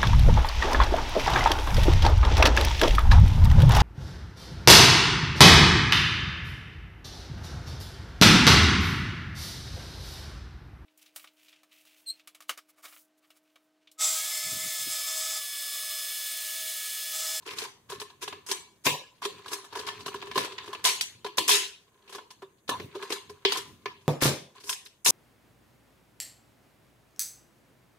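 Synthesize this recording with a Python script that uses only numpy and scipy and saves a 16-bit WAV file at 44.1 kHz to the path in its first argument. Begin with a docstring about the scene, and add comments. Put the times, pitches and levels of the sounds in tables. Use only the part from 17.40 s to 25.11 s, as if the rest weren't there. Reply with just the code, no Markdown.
"""A thin plastic bottle is cut round with scissors: its wall buckles and snaps, heard close in a furnished room.
Each snap is a ragged noise burst through the colour of the wall, a short facet ring and the bottle's air modes.
Clumped random ticks make the soft crackle of fingers and blades, and longer crunches where a fold runs on.
Steel sines ring once; impulses through low modes thump, also as the scissors are laid on a table; hands rumble.
Decaying noise tails make the room, over a hush; a phone with two microphone ports holds down the loudest moments."""
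import sys
import numpy as np
from scipy import signal
from scipy.fft import rfft, irfft, next_fast_len
from scipy.io import wavfile
from scipy.ndimage import uniform_filter1d, minimum_filter1d, map_coordinates

SR = 44100
rng = np.random.default_rng(int(sys.argv[2]) if len(sys.argv) > 2 else 0)


def output_pcm(signal):
    """Save a mono or channel-first signal as 16-bit PCM at the path in sys.argv[1].

    Samples are clipped to [-1, 1] before scaling.
    """
    pcm = np.clip(np.atleast_2d(signal).T, -1, 1) * 32767
    wavfile.write(sys.argv[1], SR, np.round(pcm).astype(np.int16))


N = 339915


def amp(db):
    """Decibels to gain."""
    return 10 ** (np.asarray(db) / 20)


def unit(x):
    """Scaled to rms 1."""
    return x / np.sqrt(np.mean(x ** 2) + 1e-20)


def along(points, hz):
    """Reads a curve of (f/Hz, value) points on a log frequency axis."""
    f, value = np.transpose(points)
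    return np.interp(np.log(hz + 1), np.log(f + 1), value)


def filtered(x, response):
    """Multiplies the spectrum of x by a response, with silence appended so tails do not wrap round."""
    size = next_fast_len(x.shape[-1] + SR // 2)
    spectrum = rfft(x, size) * response(np.fft.rfftfreq(size, 1 / SR))
    return irfft(spectrum, size)[..., :x.shape[-1]]


def modes(table):
    """Causal response of a few resonances, added with alternating sign."""
    def response(f):
        total = 0
        for k, (centre, width, db) in enumerate(table):
            resonance = 1j * f * width / (centre * centre - f * f + 1j * f * width)
            total = total + (-1) ** k * amp(db) * resonance
        return total
    return response


def colour(points):
    """Causal, minimum-phase response whose gain follows (f/Hz, level/dB) points."""
    def response(hz):
        cepstrum = irfft(along(points, hz) * np.log(10) / 20)
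        half = len(cepstrum) // 2
        folded = np.r_[cepstrum[0], 2 * cepstrum[1:half], np.zeros(len(cepstrum) - half)]
        return np.exp(rfft(folded))
    return response


def wobble(step):
    """A smooth random curve with a knot every step samples."""
    knots = rng.standard_normal(N // step + 4)
    return map_coordinates(knots, [np.arange(N) / step])


# Left-right likeness of diffuse sound: f/Hz, correlation
PORT_LIKENESS = [(130, 0.89), (300, 0.87), (700, 0.43), (1500, 0.31), (3000, 0.012), (14000, 0.1)]


def diffuse(pair):
    """Mixes two unrelated sounds to the likeness a diffuse field has at the two ports."""
    def mid_side_gains(hz):
        turn = np.arccos(np.clip(along(PORT_LIKENESS, hz), -1, 1)) / 2
        return np.array([np.cos(turn), np.sin(turn)])
    mid, side = filtered(pair, mid_side_gains)
    return np.array([mid + side, mid - side])


# Spectral shape of the quiet room: f/Hz, relative level/dB per Hz
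HUSH_SHAPE = [(15, -29.5), (25, -16.5), (107, -1), (684, -11.5), (1110, -17.5), (1750, -16.5),
              (5430, -39.5), (6380, -16.5), (6920, -22.5), (9050, -23), (15500, -27)]


def hush():
    """The quiet of the room is steady diffuse noise at -68 dB rms."""
    noise = diffuse(rng.standard_normal((2, N)))
    return amp(-68) * unit(filtered(noise, lambda hz: amp(along(HUSH_SHAPE, hz))))


# Spectral shape of the handling rumble: f/Hz, relative level/dB
RUMBLE_SHAPE = [(30, -40), (90, 3.5), (160, -2.5), (350, -5.5), (900, -32)]
# Moves of hands and sleeves: t/s at the strongest, length t/s, rumble level/dB before the lumps
HAND_MOVES = [(.2, 0.33, -69), (0.558, 0.14, -55), (.97, 0.45, -65.5), (1.994, 0.36, -65),
              (2.72, 0.56, -57.5), (3.447, 0.66, -61.5), (5.0, 0.085, -68.5), (5.415, 0.19, -52),
              (5.894, 0.14, -60), (6.377, 0.46, -56.5), (7.095, 0.46, -82)]


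def hands():
    """Hands and sleeves make a soft, lumpy low noise that swells and fades with each move."""
    resting_db, lumps_db = -88, 3.7
    t = np.arange(N) / SR
    rumble = unit(filtered(diffuse(rng.standard_normal((2, N))), colour(RUMBLE_SHAPE)))
    swell = amp(resting_db)
    for peak, length, db in HAND_MOVES:
        swell = swell + amp(db) * np.exp(-(2 * (t - peak) / length) ** 2)
    return swell * amp(lumps_db * wobble(step=3000)) * rumble


def ticks(density, uneven_db, clump_db):
    """Tiny slips of uneven size come in clumps: same moments at both ports, own signs and sizes."""
    slips = rng.random(N) < density
    sizes = slips * amp(uneven_db * np.minimum(rng.exponential(size=N), 4))
    clumps = amp(clump_db * wobble(step=350))
    return unit(sizes * clumps * rng.standard_normal((2, N)))


def facet(x, hz, sharpness):
    """A patch of wall gives one broad, short ring at its own pitch, 9 kHz at most; sharpness is the Q."""
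    b, a = signal.iirpeak(min(hz, 9000), sharpness, fs=SR)
    return signal.lfilter(b, a, x)


def crinkle(density, uneven_db, clump_db):
    """Facets of several sizes tick on their own, so the colour keeps changing."""
    total = 0
    for hz in (1360, 2200, 3750, 5100, 8000):
        total = total + unit(facet(ticks(density, uneven_db, clump_db), hz, sharpness=2.5))
    return unit(total)


# How hard the wall is gripped and sheared: t/s, crackle level/dB driving the wall
WALL_GRIP = [(0, -66), (.3, -107), (.54, -66), (1.1, -80), (1.8, -77), (1.95, -55), (2.22, -52.5),
             (2.3, -69.5), (2.36, -41.5), (2.55, -54.5), (3.3, -52), (3.65, -71), (4.3, -81), (4.62, -71),
             (4.68, -59), (4.85, -78), (5.25, -81.5), (5.4, -79), (5.62, -46.5), (5.85, -64.5), (6.5, -72),
             (7.12, -79.5), (7.17, -56.5), (7.45, -81), (7.71, -81)]
# Crunches, where a fold runs on, the blades tear or the scissors rattle down:
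# start t/s, rise t/s, hold t/s, level/dB driving the wall, treble edge level/dB relative to it
FOLD_CRUNCHES = [(0.045, 0.018, 0.079, -43, -10), (0.147, 0.028, 0.08, -42, -2.5),
                 (0.483, 0.013, 0.065, -49, -9), (0.807, 0.015, 0.022, -39, -4),
                 (1.067, 0.031, 0.01, -37.5, 1.5), (1.435, 0.028, 0.0028, -29, 1),
                 (1.815, 0.0074, 0.031, -37, -8.5), (2.083, 0.038, 0.03, -41.5, -7),
                 (2.461, 0.008, 0.02, -37, -8.5), (2.932, 0.03, 0.096, -37.5, -6.5),
                 (3.437, 0.0082, 0.025, -24, -2.5), (4.073, 0.011, 0.032, -22.5, 3),
                 (4.704, 0.026, 0.036, -49.5, -9.5), (5.686, 0.025, 0.023, -35, -5),
                 (6.072, 0.022, 0.098, -36.5, -9), (6.801, 0.022, 0.037, -23, -5.5),
                 (7.217, 0.09, 0.025, -44.5, 6.5), (7.438, 0.015, 0.021, -74.5, 19.5),
                 (7.644, 0.0098, .06, -32.5, 16)]


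def crackle():
    """The gripped wall ticks softly all along and crunches when a fold runs."""
    usual_db = -40  # level of a usual crunch
    usual_t60, settle_grows = 0.042, 0.9  # s for its fall; louder folds settle longer (dB per dB)
    usual_air_db, air_lags = -6.5, 0.41  # air drive relative to its wall; it grows less (dB per dB)
    t = np.arange(N) / SR
    grip = amp(np.interp(t, *np.transpose(WALL_GRIP)))
    wall = grip * crinkle(density=0.04, uneven_db=3, clump_db=6)
    edge = amp(-16.0) * wall
    air = amp(-1.5) * grip * ticks(density=0.12, uneven_db=4.5, clump_db=3)[0]
    dense = crinkle(density=0.15, uneven_db=6, clump_db=2)
    jolts = ticks(density=0.1, uneven_db=3.5, clump_db=2.5)
    for start, rise, hold, db, edge_db in FOLD_CRUNCHES:
        t60 = usual_t60 * amp(settle_grows * (db - usual_db))
        air_db = usual_air_db - air_lags * (db - usual_db)
        fall = amp(-60 * np.maximum(t - start - rise - hold, 0) / t60)
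        run = amp(db) * np.clip((t - start) / rise, 0, 1) ** 2 * fall
        wall = wall + run * dense
        edge = edge + amp(edge_db) * run * jolts
        air = air + amp(air_db) * run * jolts[0]
    air_pair = np.array([air, air])
    return np.array([wall, edge, amp(20) * air_pair, amp(13.5) * air_pair])


# Colour of the plastic wall: f/Hz, level/dB
WALL_COLOUR = [(100, -47.5), (500, -18), (1500, -2), (2700, 2.5), (4500, 0), (7000, -13.5), (12000, -52)]
# Colour of the treble edge: f/Hz, level/dB
EDGE_COLOUR = [(2000, -111.5), (5000, 9.5), (7000, 6), (10000, 4.5), (13000, -1.5), (16000, -12.5)]
# Low air modes in the bottle, before squeezing: f/Hz, width f/Hz, level/dB
LOW_AIR_MODES = [(402, 22.9, 5), (282, 58, -35)]
# Upper air modes in the bottle, before squeezing: f/Hz, width f/Hz, level/dB
UPPER_AIR_MODES = [(1007.5, 78.7, 7), (1700, 28.6, 2), (763, 37, -9)]


def bottle(wall, edge, low, upper):
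    """Four drives sound the plastic wall and the air inside; squeezing shifts the air modes a little."""
    sound = filtered(wall, colour(WALL_COLOUR)) + filtered(edge, colour(EDGE_COLOUR))
    for drive, table in ((low, LOW_AIR_MODES), (upper, UPPER_AIR_MODES)):
        response = modes(table)
        # crossfade between modes lowered about 1 % and modes raised 2.8 %
        squeeze = np.pi / 4 * (1 + np.tanh(wobble(step=5000)))
        sound = sound + filtered(drive * np.cos(squeeze), lambda hz: response(hz * 1.0103))
        sound = sound + filtered(drive * np.sin(squeeze), lambda hz: response(hz / 1.028))
    return sound


# Decay of the room before its unevenness: f/Hz, t60 t/s
ROOM_DECAY = [(100, 0.15), (400, 0.41), (1000, 0.35), (3000, .38), (8000, 0.34), (14000, 0.24)]


def room(x, size=SR // 4):
    """The hands move, so every quarter second meets a new tail; each frequency dies at its own speed."""
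    out = np.zeros((2, N + SR))
    for start in range(0, N, size):
        hz, t, grid = signal.stft(rng.standard_normal((2, SR // 2)), SR, nperseg=256)
        # furniture scatters unevenly over frequency and time
        patches = uniform_filter1d(rng.standard_normal(grid.shape), size=3, axis=1)
        uneven = unit(uniform_filter1d(patches, size=12, axis=2))
        decay_db = -60 * t / along(ROOM_DECAY, hz)[:, None]
        tail = signal.istft(grid * amp(4.1 * uneven + decay_db), SR, nperseg=256)[1]
        # the first walls take a while to answer
        tail = tail * (1 - np.exp(-np.arange(tail.shape[1]) / (0.002 * SR)))
        tail = tail / np.linalg.norm(tail[0])
        wet = signal.fftconvolve(x[None, start:start + size], tail, axes=1)
        out[:, start:][:, :wet.shape[1]] += wet
    return diffuse(out[:, :N])


def faint(count=70):
    """Small snaps come at chance moments, their strength following the grip."""
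    usual = (14.5, -11.5, -14, -9.5)  # dB: crack over the grip; low air, upper air, brightness re crack
    scatter = (3, 2.6, 3, 6.3)  # dB, standard deviation of each
    s = rng.random(count) * N / SR
    rows = usual + rng.standard_normal((count, 4)) * scatter
    rows[:, 0] += np.interp(s, *np.transpose(WALL_GRIP))
    return np.column_stack([s, rows])


# Snaps of the wall: t/s, crack level/dB before the drive trims,
# then relative to the crack: low air level/dB, upper air level/dB, brightness level/dB
WALL_SNAPS = [(0.0737, -35.5, -4, -23, -5), (0.184, -24, -44, -25, -3.5), (0.2169, -31, -2.5, -6.5, -6),
              (0.2477, -40.5, -10, 1, -15), (0.4967, -37.5, 0.5, -5, 4), (0.5189, -33, -1, -4, -6),
              (0.5987, -31, -15, -13.5, -2), (0.614, -31.5, -6, -4.5, -5.5),
              (0.6988, -46.5, -20, -4.5, -11), (0.825, -32, -7, -5, 1), (0.8765, -27, -14, -6, -9),
              (0.9243, -32.5, -6.5, -4.5, -22), (1.0625, -39, -27, -9, 5), (1.0894, -31.5, -10, -18, -13),
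              (1.1129, -17, -12.5, -10, -0.5), (1.4551, -20.5, -8, -16, -22), (1.466, -7, -15, -8, -17.5),
              (1.8188, -46.5, -0.5, 9, -17), (1.8506, -20, -3.5, -11.5, -8.5),
              (2.0582, -39.5, -6, -1.5, -6), (2.1154, -38, -5, 1, 9), (2.1297, -24, -35, -13, 2),
              (2.2413, -43, -26, -0.5, -1), (2.3251, -37.5, -5, -3.5, -10), (2.3523, -33, -4, -2, -2.5),
              (2.37, -35, 1, -10, -4), (2.4719, -33, -11, 1, -22), (2.4855, -24.5, -28, -5, -19),
              (2.6598, -28.5, -5.5, -6, -4), (2.679, -30, -2, -2.5, -8), (2.741, -38, 5, 5.5, -4.5),
              (2.8228, -32, -3.5, -6, -42), (2.8678, -37, -2.5, -5, -11), (2.9118, -29.5, -19, -5, -17),
              (2.9558, -25, 0.5, -1, -13), (2.9764, -15.5, -14, -6.5, -8), (3.1189, -35, -4, -32, -16),
              (3.181, -21.5, -32, -21, -32), (3.2769, -38.5, 0.5, -12, -9), (3.3289, -32, -38, -3, -8),
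              (3.3478, -30.5, -9, -10.5, -27), (3.4496, -2, -53, -16, -3.5), (3.6091, -15, -44, -34, -3),
              (3.8448, -30.5, -0.5, -2, -11), (3.8617, -28, -8, -6, -12.5), (3.9707, -32, -16, -15, 9),
              (3.9808, -9, -14.5, -11.5, -5), (4.0908, -5, -14.5, -13, -1.5),
              (4.1116, 0.5, -24, -28.5, -7.5), (4.6927, -45.5, 0.5, -4.5, 1), (4.7238, -39, -1, -6, -2),
              (4.7467, -36.5, -1, -6, -1), (4.781, -40, -3, 2.5, -25), (4.9038, -37.5, -46, -10.5, -6.5),
              (5.0195, -44.5, 8, 2, -48), (5.2779, -33.5, -17, -14.5, -7), (5.2905, -20.5, -7, -0.5, -3.5),
              (5.3973, -31, 1, -15.5, -38), (5.5504, -37.5, 8, -4, -10), (5.6243, -37.5, 1, 0, -15.5),
              (5.7017, -30.5, 3, -15, -36), (5.7224, -20.5, -10.5, -12, -5), (5.7563, -42.5, 2, 5.5, -40.5),
              (5.8943, -39, -0.5, -7.5, -6.5), (6.0498, -5, -14, -14.5, -24.5),
              (6.12, -14.5, -26, -10.5, -7), (6.154, -42.5, -37, 11, -17), (6.1699, -25.5, -8, -26, 0.5),
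              (6.4565, -23, -9.5, -6.5, -33), (7.1512, -54.5, -27, 2, -5), (7.2359, -42, -5, -28, -0.5),
              (7.2926, -20.5, -46, -13, 2), (7.3267, -25, -44, -37, -2.5), (7.4592, -37.5, -22.5, -35, -15),
              (7.6598, 5, -23, -13.5, -2.5)]


def snaps():
    """A snap is a short ragged burst with its own detail at each port; the room gets one even push."""
    # rows of four: wall, treble edge, low air, upper air
    near, spread = np.zeros((4, 2, N + SR)), np.zeros((4, N + SR))
    t = np.arange(SR // 10) / SR
    # s, for a crack of -14.5 dB; the treble band rises softest and fades slowest
    t60 = np.array([[0.024], [0.045], [0.035], [0.024]])
    rise = np.array([[0.003], [0.007], [0.003], [0.002]])
    for s, db, low_db, upper_db, edge_db in [*WALL_SNAPS, *faint()]:
        # small facets snap bright and high: pitch rises 0.16 dB per dB of brightness, with scatter
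        hz = 4195 * amp(0.16 * edge_db + rng.normal(0, 1.38))
        pace = t * amp(0.19 * (db + 14.5))  # weak folds give way more slowly
        shape = amp(-60 * pace / t60) * (1 - np.exp(-pace / rise))
        size = amp(db + np.array([[8], [edge_db + 1.5], [low_db + 26.5], [upper_db + 22.0]]))
        # the fold gives way in jerks of about 1 ms
        ragged = amp(1.2 * np.repeat(rng.standard_normal(len(t) // 45), 45))
        burst = rng.standard_normal((4, 2, len(t))) * (size * shape * ragged)[:, None]
        burst[2:, 1] = burst[2:, 0]  # long waves reach both ports alike
        # louder snaps have a stronger room tail, as when a recorder holds down their peaks
        tail_gain = amp(0.1 * (db + 23.5))
        push = size * np.linalg.norm(shape, axis=1)[:, None] * (t == 0) * tail_gain
        burst[0] = amp(-1) * burst[0] + amp(2.5) * facet(burst[0], hz, sharpness=4.5)
        push[0] = amp(-4.5) * push[0] + amp(-1) * facet(push[0], hz, sharpness=1.4)
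        at = round(s * SR)
        near[..., at:][..., :len(t)] += burst
        spread[:, at:][:, :len(t)] += push
    return near[..., :N], spread[:, :N]


# Steel of the scissors: f/Hz, level/dB, t60 t/s
BLADE_RINGS = [(2280, -46, 0.46), (3370, -45, 0.19)]


def blades():
    """The blades knock the bottle: a thin ring of steel builds up softly and dies away."""
    strike_s, build_s = 1.116, 0.053
    t = np.maximum(np.arange(N) / SR - strike_s, 0)
    ring = 0
    for hz, db, t60 in BLADE_RINGS:
        phase = 2 * np.pi * hz * t + 0.6 * wobble(step=900)  # the pitch wavers slightly
        ring = ring + amp(db - 60 * t / t60) * np.sin(phase)
    return ring * (1 - np.exp(-t / build_s))


# Low modes of all the thumps: f/Hz, width f/Hz, level/dB
THUMP_LOW_MODES = [(147.5, 19, 3), (88, 25, -11.5), (204, 19, -11)]
# Upper modes of all the thumps: f/Hz, width f/Hz, level/dB
THUMP_UPPER_MODES = [(278, 118, 1), (467, 40, -0.5), (507, 51, 2), (1270, 120, -15)]
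# Low thumps: of big snaps, of the hand on the bottle base, of scissors on the table:
# t/s, level/dB before the mode trims, then relative to it: upper modes level/dB, noise click level/dB
LOW_THUMPS = [(1.465, -26.5, 9, 16), (2.975, -41.5, 18, 8), (3.981, -44.5, 16, 20), (5.292, -42.5, 16.5, 7),
              (6.68, -14, 1, -24.5), (6.823, -22, 8.5, 9.5), (6.844, -23.5, -22, -5),
              (6.856, -12.5, -4, -17), (6.879, -19.5, -3.5, -27), (7.69, -36.5, 19.5, -10)]


def thumps():
    """Single impulses ring one shared set of damped modes, each with a short noise click."""
    low, upper, click = np.zeros((3, N + SR))
    t = np.arange(SR // 20) / SR
    click_t60 = 0.0081  # s
    for s, db, upper_db, click_db in LOW_THUMPS:
        at = round(s * SR)
        low[at] = -amp(db + 46.0)
        upper[at] = -amp(db + upper_db + 34.5)
        click[at:][:len(t)] += amp(db + click_db - 60 * t / click_t60) * rng.standard_normal(len(t))
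    body = filtered(low, modes(THUMP_LOW_MODES)) + filtered(upper, modes(THUMP_UPPER_MODES))
    return (body + click)[:N]


def scene():
    """Bottle and thumps direct and through the room, over steel, hands and hush."""
    snap, spread = snaps()
    crunch = crackle()
    thump = thumps()
    bottle_to_room = bottle(*(spread + amp(-2.5) * crunch[:, 0]))
    wet = room(amp(-4.5) * bottle_to_room + thump)
    return bottle(*(snap + crunch)) + thump + blades() + wet + hands() + hush()


# The phone's body shades each port: f/Hz, left minus right level/dB
PORT_SHADE = [(300, 0), (1800, 0), (4200, 2.5), (6500, 3), (9800, -4), (15000, -1.5)]


def record(dry):
    """Shaded ports, then a fast limiter eases down peaks round its knee; a steep band limit ends the top."""
    knee, top_hz = 0.44, 15700  # knee as a fraction of full scale
    shaded = filtered(dry, lambda hz: amp(np.outer([0.5, -0.5], along(PORT_SHADE, hz))))
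    peak = -minimum_filter1d(-np.abs(shaded).max(axis=0), 201)  # loudest within about 4.6 ms
    gain = uniform_filter1d((1 + (peak / knee) ** 4) ** -0.22, 201)
    return filtered(shaded * gain, lambda hz: 1 / (1 + (hz / top_hz) ** 200))


dry = scene()
out = record(dry)
output_pcm(out)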